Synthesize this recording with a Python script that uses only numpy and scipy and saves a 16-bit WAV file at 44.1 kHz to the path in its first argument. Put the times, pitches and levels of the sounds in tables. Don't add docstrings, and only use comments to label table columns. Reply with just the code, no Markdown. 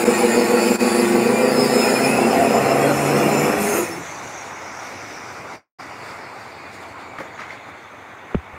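import sys
import numpy as np
from scipy import signal
from scipy.fft import rfft, irfft, next_fast_len
from scipy.io import wavfile
from scipy.ndimage import uniform_filter1d, map_coordinates

SR = 44100
rng = np.random.default_rng(int(sys.argv[2]) if len(sys.argv) > 2 else 0)


def int16_out(signal):
    q = np.round(np.clip(np.atleast_2d(signal).T, -1, 1) * 32767)
    wavfile.write(sys.argv[1], SR, q.astype(np.int16))


def ratio(d):
    e = np.asarray(d, float) / 20
    return 10 ** e


N = 378359
TIME_S = np.arange(N) / SR
MAINS_PHASE = 2 * np.pi * 100 * TIME_S
EXIT_S = 3.77


def unit(x):
    return x / np.sqrt(np.mean(x ** 2) + 1e-20)


def curves(rows):
    s, *columns = np.transpose(rows)
    return [np.interp(TIME_S, s, column) for column in columns]


def wobble(rate_hz):
    coarse = np.arange(0, N + 32, 32)
    knots = rng.standard_normal(int(N * rate_hz / SR) + 4)
    return np.interp(np.arange(N), coarse, map_coordinates(knots, [coarse * rate_hz / SR]))


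def swells(weights, middle_s, half_s):
    coarse = np.arange(0, N + 32, 32)
    distance = coarse / SR - np.asarray(middle_s)[:, None]
    bells = np.exp(-(distance / np.asarray(half_s)[:, None]) ** 2)
    return np.interp(np.arange(N), coarse, weights @ bells)


def filtered(x, response):
    m = next_fast_len(N + 8192)
    spectrum = rfft(x, m) * response(np.fft.rfftfreq(m, 1 / SR))
    return unit(irfft(spectrum, m)[:N])


def below(x, top_hz):
    m = next_fast_len(N)
    return irfft(rfft(x, m) * (np.fft.rfftfreq(m, 1 / SR) < top_hz), m)[..., :N]


def colour(points):
    freq_hz, level_db = np.transpose(points)
    return lambda hz: ratio(np.interp(np.log(hz + 1), np.log(freq_hz + 1), level_db))


def body(peaks, base, lo_hz, hi_hz):
    def response(f):
        power = base(f) ** 2
        for centre_hz, width_hz, level_db in peaks:
            power = power + ratio(2 * level_db) / (1 + ((f - centre_hz) / (width_hz / 2)) ** 2)
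        return np.sqrt(power / (1 + (lo_hz / (f + 1)) ** 12) / (1 + (f / hi_hz) ** 12))
    return response


def moving(push, early, late, start_s, end_s):
    share, = curves([(start_s, 0), (end_s, 1)])
    return unit((1 - share) * filtered(push, early) + share * filtered(push, late))


def tuned(hz, peaks):
    power = 0
    for centre_hz, width_hz, level_db in peaks:
        power = power + ratio(2 * level_db) / (1 + ((hz - centre_hz) / (width_hz / 2)) ** 2) ** 2
    return np.sqrt(power)


def noise():
    return rng.standard_normal(N)


def patchy(depth_db, size=(5, 8)):
    z = signal.stft(rng.standard_normal(N + 512), nperseg=512)[2]
    field = uniform_filter1d(rng.standard_normal(z.shape), size[0], 0)
    field = uniform_filter1d(field, size[1], 1)
    return signal.istft(z * ratio(depth_db * unit(field)), nperseg=512)[1][:N]


# time_s, speed_turns_per_s
LOAD = [(0, 123.6), (.6, 124), (1, 125.2), (1.4, 127.5), (1.9, 129), (2.05, 132), (2.25, 134), (2.65, 138),
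        (3.5, 148), (3.72, 160), (3.9, 167)]


def blade_speed():
    off_s, free_turns, friction_turns, slowing_per_s = 3.9, 169.8, 100, .08
    decay = np.exp(-slowing_per_s * (TIME_S - off_s))
    coasting = (free_turns + friction_turns) * decay - friction_turns
    return np.minimum(curves(LOAD)[0], coasting)


def chatter(angle, depth_db, beat, size=(5, 8)):
    return patchy(depth_db, size) * (1 + beat * np.cos(angle) + 0.62 * beat * np.cos(MAINS_PHASE))


def throb():
    return 2 * np.pi * 6.55 * (TIME_S - .085), 1 / (1 + (TIME_S / 1.9) ** 4)


# blade_order, mains_order, level_db
BEATS = [(2, -1, 1.5), (0, 2, 0), (1, 1, 3), (2, 0, 9.5), (2, 1, 2.5), (3, 0, 2.5), (1, 3, -2), (3, 1, -1),
         (4, -1, 1.5), (4, 0, 3), (4, 1, -30.5), (5, 0, -3), (5, 1, 1), (6, 0, -9.5), (7, 0, 0),
         (6, 1, -13.5)]
TWINS = {(2, 0): .6, (4, 0): .8, (4, -1): .6, (3, 1): .3}


def blade_push(angle):
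    throb_phase, throb_share = throb()
    twin = np.exp(-1j * throb_phase) * throb_share
    beats = np.zeros(N)
    for blade_order, mains_order, level_db in BEATS:
        level = ratio(level_db + 1.2 * wobble(9))
        phase = blade_order * angle + mains_order * MAINS_PHASE + .55 * wobble(10)
        partner = 1 + TWINS.get((blade_order, mains_order), 0) * twin
        beats += level * np.real(np.exp(1j * phase) * partner)
    beat_db = -9.5 - 8 * np.clip(TIME_S - 1.6, 0, 1)
    return ratio(beat_db) * unit(beats) + chatter(angle, depth_db=1, beat=.4)


# middle_s, half_s, level_db
HEAVES = [
    (0.199, 0.15, -2.5),
    (0.498, 0.14, -1.5),
    (1.2, 0.21, 1.5),
    (1.75, 0.18, 0),
    (2.1, 0.14, 0),
    (2.55, 0.18, 1),
    (3.4, 0.12, -0.5),
]
# middle_s, half_s, level_db
SAGS = [
    (.1, 0.14, -1.5),
    (.5, 0.14, -1),
    (1.05, .16, -4),
    (1.3, .1, 3),
    (1.85, .12, 1.5),
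    (2.1, .08, -1.5),
    (2.8, 0.14, 3),
    (3.2, 0.16, -2),
]
# centre_hz, width_hz, level_db
TILE_IN = [(206.3, 17, -1), (230, 7.3, 3), (226, 61, -11.5), (345, 20, 0), (410, 22, -8), (461, 14, 2.5),
           (482, 30, -3), (591, 37, -7), (686, 13, -2), (810, 46, -2.5), (867, 20, -12.5),
           (1106, 50, -23.5)]
# centre_hz, width_hz, level_db
TILE_OUT = [(221.7, 27.6, -0.5), (290.7, 21, -5.5), (345.5, 5.8, 4.5), (407.6, 14.6, 0), (488, 27, -2.5),
            (570, 16, -3.5), (684, 26, 0.5), (769, 12, -1.5), (786, 110, -6), (1070, 39, -9),
            (1204, 64, -7.5)]


def tile(push):
    flat = lambda hz: ratio(-24.0)
    early = body(TILE_IN, flat, lo_hz=174, hi_hz=570)
    late = body(TILE_OUT, flat, lo_hz=189, hi_hz=555)
    boom = moving(push, early, late, 2.16, 1.4)
    low, high = below(boom, 295), boom - below(boom, 388)
    middle = boom - low - high
    throb_phase, throb_share = throb()
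    throb_db = 2.2 * np.cos(throb_phase) * throb_share
    middle_s, half_s, heave_db = np.transpose(HEAVES)
    low_db = .4 * throb_db + swells(heave_db, middle_s, half_s)
    middle_s, half_s, sag_db = np.transpose(SAGS)
    high_db = throb_db + swells(sag_db, middle_s, half_s)
    boom = ratio(low_db) * low + middle + ratio(high_db) * high
    early = body(TILE_IN, flat, lo_hz=543, hi_hz=1110)
    late = body(TILE_OUT, flat, lo_hz=565, hi_hz=1250)
    return boom, moving(push, early, late, 1.87, 2.63)


# freq_hz, level_db_per_hz
GRIT = [(590, -28.5), (1000, 4.5), (1080, -11), (1350, 2.5), (1640, -5.5), (1860, -0.5), (2220, -3.5),
        (2500, 1), (3130, -14.5), (3400, -22), (4420, -49), (7480, -120)]


def grit_noise(angle):
    return filtered(chatter(angle, depth_db=3.5, beat=0.071, size=(1, 10)), colour(GRIT))


# freq_hz, level_db_per_hz
RATTLE = [(1650, -44.5), (2800, -4), (3140, -29), (3820, -5.5), (5110, -8.5), (5900, -13.5), (7020, 3.5),
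          (9450, -9), (10100, 2), (10900, -11.5), (11600, -6.5), (12600, -12.5), (13800, -9), (15800, -12)]
# centre_hz, width_hz, level_db
DISC_IN = [(3540, 80, -12), (4360, 300, -10), (5115, 150, -6), (7150, 110, -7), (8300, 100, -10.5),
           (8670, 44, -9), (8970, 33, -4), (9880, 180, -9), (10400, 50, -17), (11500, 230, -20.5),
           (13600, 150, -18.5), (15170, 275, -17.5)]
# centre_hz, width_hz, level_db
DISC_OUT = [(3430, 74, -8.5), (4200, 150, -12.5), (5280, 140, -4.5), (6000, 200, -10.5), (7150, 38, -6),
            (8260, 89, -8), (8850, 120, -7.5), (10060, 88, -17), (10500, 41, -9.5), (11600, 300, -13),
            (13700, 320, -18), (15100, 160, -20)]
# centre_hz, width_hz, level_db
DISC_FREE = [(6430, 70, 2), (7000, 80, 0), (7090, 60, -6), (8650, 60, 5), (8920, 60, -7), (9300, 50, -7.5),
             (10030, 130, 3), (10700, 50, -4), (11840, 100, -0.5), (12200, 60, -7), (13620, 70, -5.5),
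             (13850, 120, -7), (15180, 90, -10), (15470, 110, -9)]


def disc_ring(angle):
    steel = lambda hz: ratio(-13) * colour(RATTLE)(hz)
    bite = chatter(angle, depth_db=3.5, beat=0.068, size=(2, 12))
    early = body(DISC_IN, steel, lo_hz=2920, hi_hz=17000)
    late = body(DISC_OUT, steel, lo_hz=2900, hi_hz=17000)
    held = moving(bite, early, late, 1.9, 3.05)
    loose = filtered(bite, body(DISC_FREE, steel, lo_hz=2900, hi_hz=17000))
    free, = curves([(3.57, 0), (3.69, 0.88)])
    return np.sqrt(1 - free) * held + np.sqrt(free) * loose


# freq_hz, level_db_per_hz
BOOM = [(18, -74.5), (30, -57.5), (70, -5.5), (107, -3), (135, 3.5), (190, -9.5), (250, -36), (420, -120)]
# centre_hz, width_hz, level_db
SLAB_MODES = [(127.2, 2.8, -34), (143.5, 11.6, -26.5), (162.4, 11, -36.5)]


def slab(angle, turns, rumble_db):
    shake = tuned(turns, SLAB_MODES) * ratio(-160 * np.clip(TIME_S - 4.02, 0, None))
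    rumble = ratio(rumble_db) * filtered(noise(), colour(BOOM))
    return rumble + shake * ratio(2.95 * wobble(7.01)) * np.cos(angle)


# time_s, pressure_db, loose_offcut_0_to_1
FEED = [(0, -2, 0.1), (.6, -2, 0.17), (.9, -2.5, 0.07), (1.45, -2.5, 0.23), (1.9, -1, 0), (2.2, 1, 0.88),
        (2.8, 0.7, 1.04), (3.1, 0, 0.83), (3.49, 1, 0.73), (3.6, -3, 0.25), (3.68, -6, 0.3),
        (3.78, 0, 0.44)]
# middle_s, half_s, extra_db
RUBS = [
    (.2, 0.055, 1),
    (.62, 0.13, 0.5),
    (1.4, 0.32, -2),
    (1.66, 0.031, 1),
    (1.82, .1, 1.5),
    (3.42, 0.12, -0.5),
    (3.575, 0.058, -4),
    (3.776, .1, 2),
]


def cut(angle, turns):
    press_db, loose = curves(FEED)
    out_s = np.clip(TIME_S - EXIT_S, 0, None)
    middle_s, half_s, extra_db = np.transpose(RUBS)
    rub_db = swells(extra_db, middle_s, half_s)
    boom_db = -19.5 + press_db - 106 * out_s
    rattle_db = -25.5 + press_db + 2 * loose + 0.39 * wobble(18) - 200 * out_s
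    grit_db = -25.5 + 0.61 * press_db - 1.46 * loose + 0.27 * rub_db - 95 * out_s
    disc_db = -29 + .3 * press_db - 4.5 * loose + rub_db - 98 * out_s
    rumble_db = -46.5 + 9.5 * loose - 38 * out_s
    boom, rattle = tile(blade_push(angle))
    stone = ratio(boom_db) * boom + ratio(rattle_db) * rattle + ratio(grit_db) * grit_noise(angle)
    return stone + ratio(disc_db) * disc_ring(angle) + slab(angle, turns, rumble_db)


# middle_s, half_s, gear_mesh_db, rim_segments_db
MESHING = [(0.36, 0.049, -34, -32), (0.504, 0.053, -43, -38), (0.61, 0.066, -38.5, -38),
           (0.725, 0.066, -40.5, -32), (0.905, 0.12, -35.5, -36.5), (0.999, 0.045, -42, -46),
           (1.274, 0.16, -41.5, -59), (1.48, 0.06, -38.5, -51), (1.66, 0.047, -33, -49),
           (2.1, 0.12, -44, -45.5), (2.256, 0.078, -45.5, -35.5), (2.4, 0.11, -41, -43.5),
           (2.6, 0.11, -43.5, -54), (3.15, .12, -51, -65)]
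# middle_s, half_s, pitch_hz, level_db, overtone_db
SQUEAL = [
    (1.62, .065, 5138, -26, -46),
    (1.81, .075, 5141, -26, -44),
    (1.96, .045, 5170, -29, -43),
    (2.04, .04, 5240, -35, -44),
    (2.09, .05, 5200, -50, -38),
    (3.855, .035, 5390, -41, -73),
    (3.93, .045, 5385, -46, -76),
]


def whine(angle):
    middle_s, half_s, mesh_db, rim_db = np.transpose(MESHING)
    mesh = swells(ratio(mesh_db), middle_s, half_s)
    rim = swells(ratio(rim_db), middle_s, half_s)
    slots = ratio(-37 + 1.4 * wobble(7.75) - 35 * np.clip(TIME_S - 1.7, 0, None))
    looseness, = curves([(1.9, .6), (2.15, 1.2)])
    size = lambda: np.sqrt(2) * ratio((2 + 1.8 * looseness) * wobble(40))
    drift = lambda: looseness * wobble(90)
    out = np.zeros(N)
    for order, level in [(37, mesh), (20, rim), (9, slots)]:
        out += level * size() * np.cos(order * angle + drift())
    ring, ring_drift = (1 + .12 * np.cos(angle)) * size(), drift()
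    high, high_drift = size(), drift()
    for middle_s, half_s, pitch_hz, level_db, overtone_db in SQUEAL:
        k = slice(round((middle_s - 3 * half_s) * SR), round((middle_s + 3 * half_s) * SR))
        phase = 2 * np.pi * pitch_hz * TIME_S[k]
        pair = ratio(level_db) * ring[k] * np.cos(phase + ring_drift[k])
        pair += ratio(overtone_db) * high[k] * np.cos(2 * phase + high_drift[k])
        out[k] += np.exp(-((TIME_S[k] - middle_s) / half_s) ** 2) * pair
    return out


# middle_s, length_s, pitch_hz, level_db
SINGING = [(.12, 0.1, 7250, -37), (0.724, .08, 7360, -36.5), (0.946, 0.24, 9100, -41.5),
           (.95, 0.22, 10000, -38), (1.371, 0.098, 2394, -32), (1.823, 0.02, 2640, -24),
           (1.88, 0.084, 6840, -35.5), (1.89, .04, 2430, -30), (1.96, 0.032, 2430, -24),
           (2.05, .03, 2430, -28), (2.09, 0.036, 2526, -29), (2.125, 0.028, 2560, -27.5),
           (2.175, 0.027, 2565, -26.5), (2.15, 0.11, 10140, -40), (2.715, 0.091, 2730, -37.5),
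           (2.84, 0.076, 3290, -41), (.14, 0.082, 1870, -34.5), (.18, 0.043, 2480, -30.5),
           (.31, 0.064, 1826, -30), (.45, .04, 1850, -32), (.57, .05, 1860, -33.5), (3.05, 0.16, 6900, -43),
           (3.25, 0.16, 2790, -37), (3.35, 0.16, 7150, -33), (2.55, .05, 7140, -34.5),
           (2.55, .07, 5150, -38.5), (3.15, .18, 5350, -42.5), (3.4, 0.055, 5920, -42),
           (3.71, 0.068, 6430, -35.5), (3.79, .09, 6860, -36.5), (.22, .07, 810, -28.5),
           (1.88, .07, 1780, -32.5), (2.06, 0.12, 145, -33), (2.29, .06, 790, -24.5),
           (2.42, .09, 681, -21.5), (2.75, .12, 698, -31), (2.88, .09, 575, -24), (3.2, .22, 482, -22),
           (3.32, .08, 797, -27.5), (3.63, .08, 207.6, -27.5), (3.68, .15, 411, -26.5),
           (3.78, .1, 347, -22.5), (3.92, .12, 336.5, -39), (3.97, .12, 305.5, -44),
           (1.25, 0.13, 1160, -46.5), (1.65, .18, 1157, -42.5), (3.17, 0.12, 1350, -38),
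           (1.6, 0.3, 152, -34.5), (2.2, .4, 170, -40), (3.33, .25, 153, -31.5), (2.9, .3, 130, -52),
           (1.45, .2, 510, -24), (1.45, .2, 640, -34), (2.3, .25, 407, -34.5), (2.75, 0.17, 360, -31.5),
           (2.45, .2, 270, -32), (2.9, 0.18, 290, -24.5), (3.25, .3, 210, -25.5), (3.2, .2, 360, -27.5),
           (2.82, 0.18, 510, -27), (1.9, .2, 630, -28), (1.1, 0.27, 350, -26.5), (.4, .3, 310, -31),
           (2.31, 0.026, 5300, -37), (2.54, 0.037, 5240, -38), (2.72, .04, 5270, -37.5),
           (2.98, 0.036, 5350, -40), (3.37, .025, 5270, -37), (3.46, .025, 5300, -38),
           (3.52, .025, 5330, -37.5), (3.4, 0.092, 7100, -38.5), (0.27, .15, 4955, -44),
           (2.55, 0.056, 225, -24.5), (2.5, .05, 225, -25), (3.1, .15, 350, -27.5), (6, .25, 1000, -50),
           (4.3, .1, 1450, -46), (2.72, 0.068, 570, -25), (.55, .1, 815, -31.5), (.5, .15, 695, -34.5),
           (3.85, 0.0305, 2500, -34.5)]


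def singing():
    out, unsteady = np.zeros(N), wobble(70)
    for middle_s, length_s, pitch_hz, level_db in SINGING:
        t = np.arange(round(1.83 * length_s * SR)) / SR
        start = round((middle_s - .8 * length_s) * SR)
        waver = unsteady[start:][:len(t)]
        tone = np.sin(2 * np.pi * pitch_hz * t + .6 * waver)
        out[start:][:len(t)] += ratio(level_db + 3 + 3 * waver) * np.hanning(len(t)) * tone
    return out


# time_s, pitch_hz, level_db
RISING_MODE = [
    (2.6, 11350, -62),
    (2.9, 11400, -50.5),
    (3.3, 11620, -51.5),
    (3.55, 11600, -47),
    (3.75, 11830, -60),
]


def rising_mode():
    pitch_hz, level_db = curves(RISING_MODE)
    band = filtered(noise(), lambda f: 1 / (1 + (f / 130) ** 4))
    on = (pitch_hz > RISING_MODE[0][1]) & (pitch_hz < RISING_MODE[-1][1])
    return on * np.sqrt(2) * ratio(level_db) * band * np.cos(2 * np.pi * np.cumsum(pitch_hz) / SR)


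# freq_hz, level_db_per_hz
SITE = [(18, -72), (30, -52), (67, -11), (92, -0.5), (168, -6.5), (289, -2), (526, -2), (785, 1.5),
        (1460, -2), (1680, -5.5), (2230, -2.5), (3070, -20.5), (3600, -34.5), (4680, -52), (7920, -120)]
# freq_hz, level_db_per_hz
HISS = [(1650, -34), (2800, 0), (3120, -6), (3580, 1.5), (3910, -2), (4550, -2), (5650, -7), (7120, -3),
        (8420, -8.5), (9110, -10.5), (12500, -17.5), (14000, -18), (15800, -23)]
# freq_hz, level_db_per_hz
CAPSULE = [(2500, -43.5), (4000, 0.5), (9000, -5), (13100, -13), (13700, -2), (14300, -8.5), (15700, -10)]
# centre_hz, blade_order, reach_hz, level_db
VENTS = [(6100, 37.4, 500, -50), (5780, 38.3, 800, -48.5), (4750, 36, 500, -54), (8300, 67.5, 900, -66),
         (7200, 65, 500, -61), (6800, 66, 700, -59.5), (6280, 66.5, 1300, -63), (4500, 38.5, 800, -57),
         (3520, 36, 1700, -57)]
# centre_hz, width_hz, level_db
RIM_CAVITIES = [(2440, 30, -5), (2270, 50, -9), (1900, 70, -8.5)]
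# middle_s, half_s, hiss_db, hum_db
PUFFS = [(4.751, 0.091, -2, 0), (4.86, .04, 0, 2), (5.3, 0.022, 0, 0), (6.067, 0.13, 4.5, 1.3),
         (6.743, .03, 7.5, -1), (6.83, 0.037, 6, 1), (6.903, 0.036, 7, 0), (7.009, 0.03, 6.5, 1.5),
         (7.21, .025, 3, 0), (7.41, .03, 1.5, 0), (7.54, .02, 4, 0), (7.691, .025, 6, 1),
         (8.3, .04, 6.5, 1), (8.554, .03, 5.5, 4)]


def run_down(angle, turns):
    speed_db = 20 * np.log10(turns / 169.8)
    ease_s = 0.21
    under_cut_db = 2 * np.clip((EXIT_S + ease_s - TIME_S) / ease_s, 0, 1)
    middle_s, half_s, puff_db, hum_db = np.transpose(PUFFS)
    near_power, far_power = ratio(2 * (-33 + 1.3 * speed_db)), ratio(2 * -51)
    site_db = 10 * np.log10(near_power + far_power) + 0.63 * under_cut_db + swells(hum_db, middle_s, half_s)
    hiss_db = -44.5 + 3.55 * speed_db + under_cut_db + swells(puff_db, middle_s, half_s) + 1.1 * wobble(11)
    fan_db = -43 + 3.5 * speed_db + 0.77 * under_cut_db

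    def streaky(width_hz, depth_db):
        return filtered(patchy(depth_db, size=(2, 9)), lambda hz: 1 / (1 + (hz / width_hz) ** 4))

    site = filtered(patchy(depth_db=1.44), colour(SITE))
    fan = ratio(fan_db + .3 + 1.5 * wobble(8)) * streaky(width_hz=780, depth_db=4.6) * np.cos(38.5 * angle)
    for order in (33, 35.5, 37.5, 39.5, 42, 44):
        strand = ratio(4.5 * wobble(16)) * np.cos(order * angle + 1.1 * wobble(70))
        fan += ratio(fan_db - 14.5) * strand
    flutter, vent = streaky(width_hz=260, depth_db=3.4), np.zeros(N)
    for centre_hz, order, reach_hz, level_db in VENTS:
        level = tuned(order * turns, [(centre_hz, reach_hz, level_db)]) * ratio(1.8 * wobble(30))
        carrier = np.cos(2 * np.pi * centre_hz * TIME_S)
        vent += level * np.roll(flutter, centre_hz) * carrier
    hiss = filtered(patchy(depth_db=2.2, size=(4, 6)), colour(HISS))
    rim = tuned(21 * turns, RIM_CAVITIES) * ratio(3 * wobble(16)) * np.cos(21 * angle + .8 * wobble(45))
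    capsule = ratio(-65.5) * filtered(noise(), colour(CAPSULE))
    return ratio(site_db) * (site + rim) + fan + vent + ratio(hiss_db) * hiss + capsule


# start_s, dull_db, gritty_db, rise_s, t60_s
SCRAPES = [
    (7.185, -31, -31, .0005, 0.05),
    (7.192, -32, -38, 0.004, 0.4),
    (7.376, -42, -34, .002, .06),
    (7.388, -38, -30, 0.008, 0.35),
    (7.47, -42, -37, .03, 0.3),
    (7.503, -45, -38, 0.006, 0.3),
]
# freq_hz, level_db_per_hz
OFFCUT = [(71, -37), (120, 1), (266, -3), (534, -2), (812, -2), (2290, -7), (2680, -40), (4590, -31),
          (14000, -37)]
# freq_hz, level_db_per_hz
SLIDE = [(530, -39), (900, -11), (1180, -5.5), (1550, -7), (2180, -3.5), (2630, -14.5), (4850, -26),
         (5920, -26), (15000, -56)]


def offcut():
    dull, gritty = np.zeros(N), np.zeros(N)
    for start_s, dull_db, gritty_db, rise_s, t60_s in SCRAPES:
        age_s = np.clip(TIME_S - start_s, 0, 1)
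        shape = ratio(-60 * age_s / t60_s) * (1 - np.exp(-age_s / rise_s))
        dull += ratio(dull_db) * shape
        gritty += ratio(gritty_db) * shape
    grains = ratio(2.1 * wobble(400))
    scuff = dull * filtered(noise(), colour(OFFCUT))
    drag = gritty * filtered(patchy(depth_db=1, size=(6, 3)), colour(SLIDE))
    return grains * (scuff + drag)


# start_s, level_db, start_hz, end_hz, t60_s
KNOCKS = [(7.1855, -23.5, 1500, 1150, .012), (7.201, -30, 900, 750, .012), (7.377, -27, 1700, 1500, .006),
          (7.393, -28, 1400, 1250, .016), (7.505, -26.5, 2150, 2000, .014), (7.402, -48, 4800, 4700, .03),
          (7.525, -47, 4600, 4500, .03), (7.499, -28, 1800, 1600, .005), (7.192, -31, 320, 300, .04),
          (7.205, -32, 580, 540, .06), (7.398, -34, 1300, 1280, .04), (8.3453, -12, 1500, 700, 0.0025),
          (8.3465, -8.5, 580, 240, .011), (8.3488, -12.5, 240, 200, .011),
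          (8.3495, -18.5, 2530, 2300, 0.0025), (8.3531, -7.5, 215, 150, 0.015),
          (8.3633, -20.5, 80, 74, 0.078), (8.535, -38, 90, 80, 0.11)]


def knocks():
    out, t = np.zeros(N + SR), np.arange(SR // 4) / SR
    for start_s, level_db, start_hz, end_hz, t60_s in KNOCKS:
        pitch_hz = end_hz + (start_hz - end_hz) * np.exp(-t / 0.0031)
        shape = ratio(level_db - 60 * (t / t60_s) ** 1.86) * (1 - np.exp(-t / 0.00028))
        out[round(start_s * SR):][:len(t)] += shape * np.sin(2 * np.pi * np.cumsum(pitch_hz) / SR)
    return out[:N]


def scene():
    turns = blade_speed()
    angle = 2 * np.pi * np.cumsum(turns) / SR
    cutter = cut(angle, turns) + whine(angle) + singing() + rising_mode() + run_down(angle, turns)
    return (cutter + offcut() + knocks())[None]


# start_s, fall_s, mute_s, return_s, depth_db
MUTES = [
    (.043, .0028, .0037, .0025, -16),
    (.756, .025, .001, .026, -13.5),
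    (5.555, .2, .027, .005, -82),
    (5.781, .003, .001, .014, -16),
]


def dropouts():
    gain_db = np.zeros(N)
    for start_s, fall_s, mute_s, return_s, depth_db in MUTES:
        down_s = start_s + fall_s
        up_s = down_s + mute_s
        gain_db += curves([(start_s, 0), (down_s, depth_db), (up_s, depth_db), (up_s + return_s, 0)])[0]
    return ratio(gain_db)


def roll_off(x):
    return signal.sosfilt(signal.butter(12, 16040, fs=SR, output="sos"), x)


def record(dry):
    ceiling = .85
    rounded = dry / (1 + np.abs(dry / ceiling) ** 4) ** .25
    mix = below(rounded * dropouts(), top_hz=15740)
    return roll_off(mix)


dry = scene()
out = record(dry)
int16_out(out)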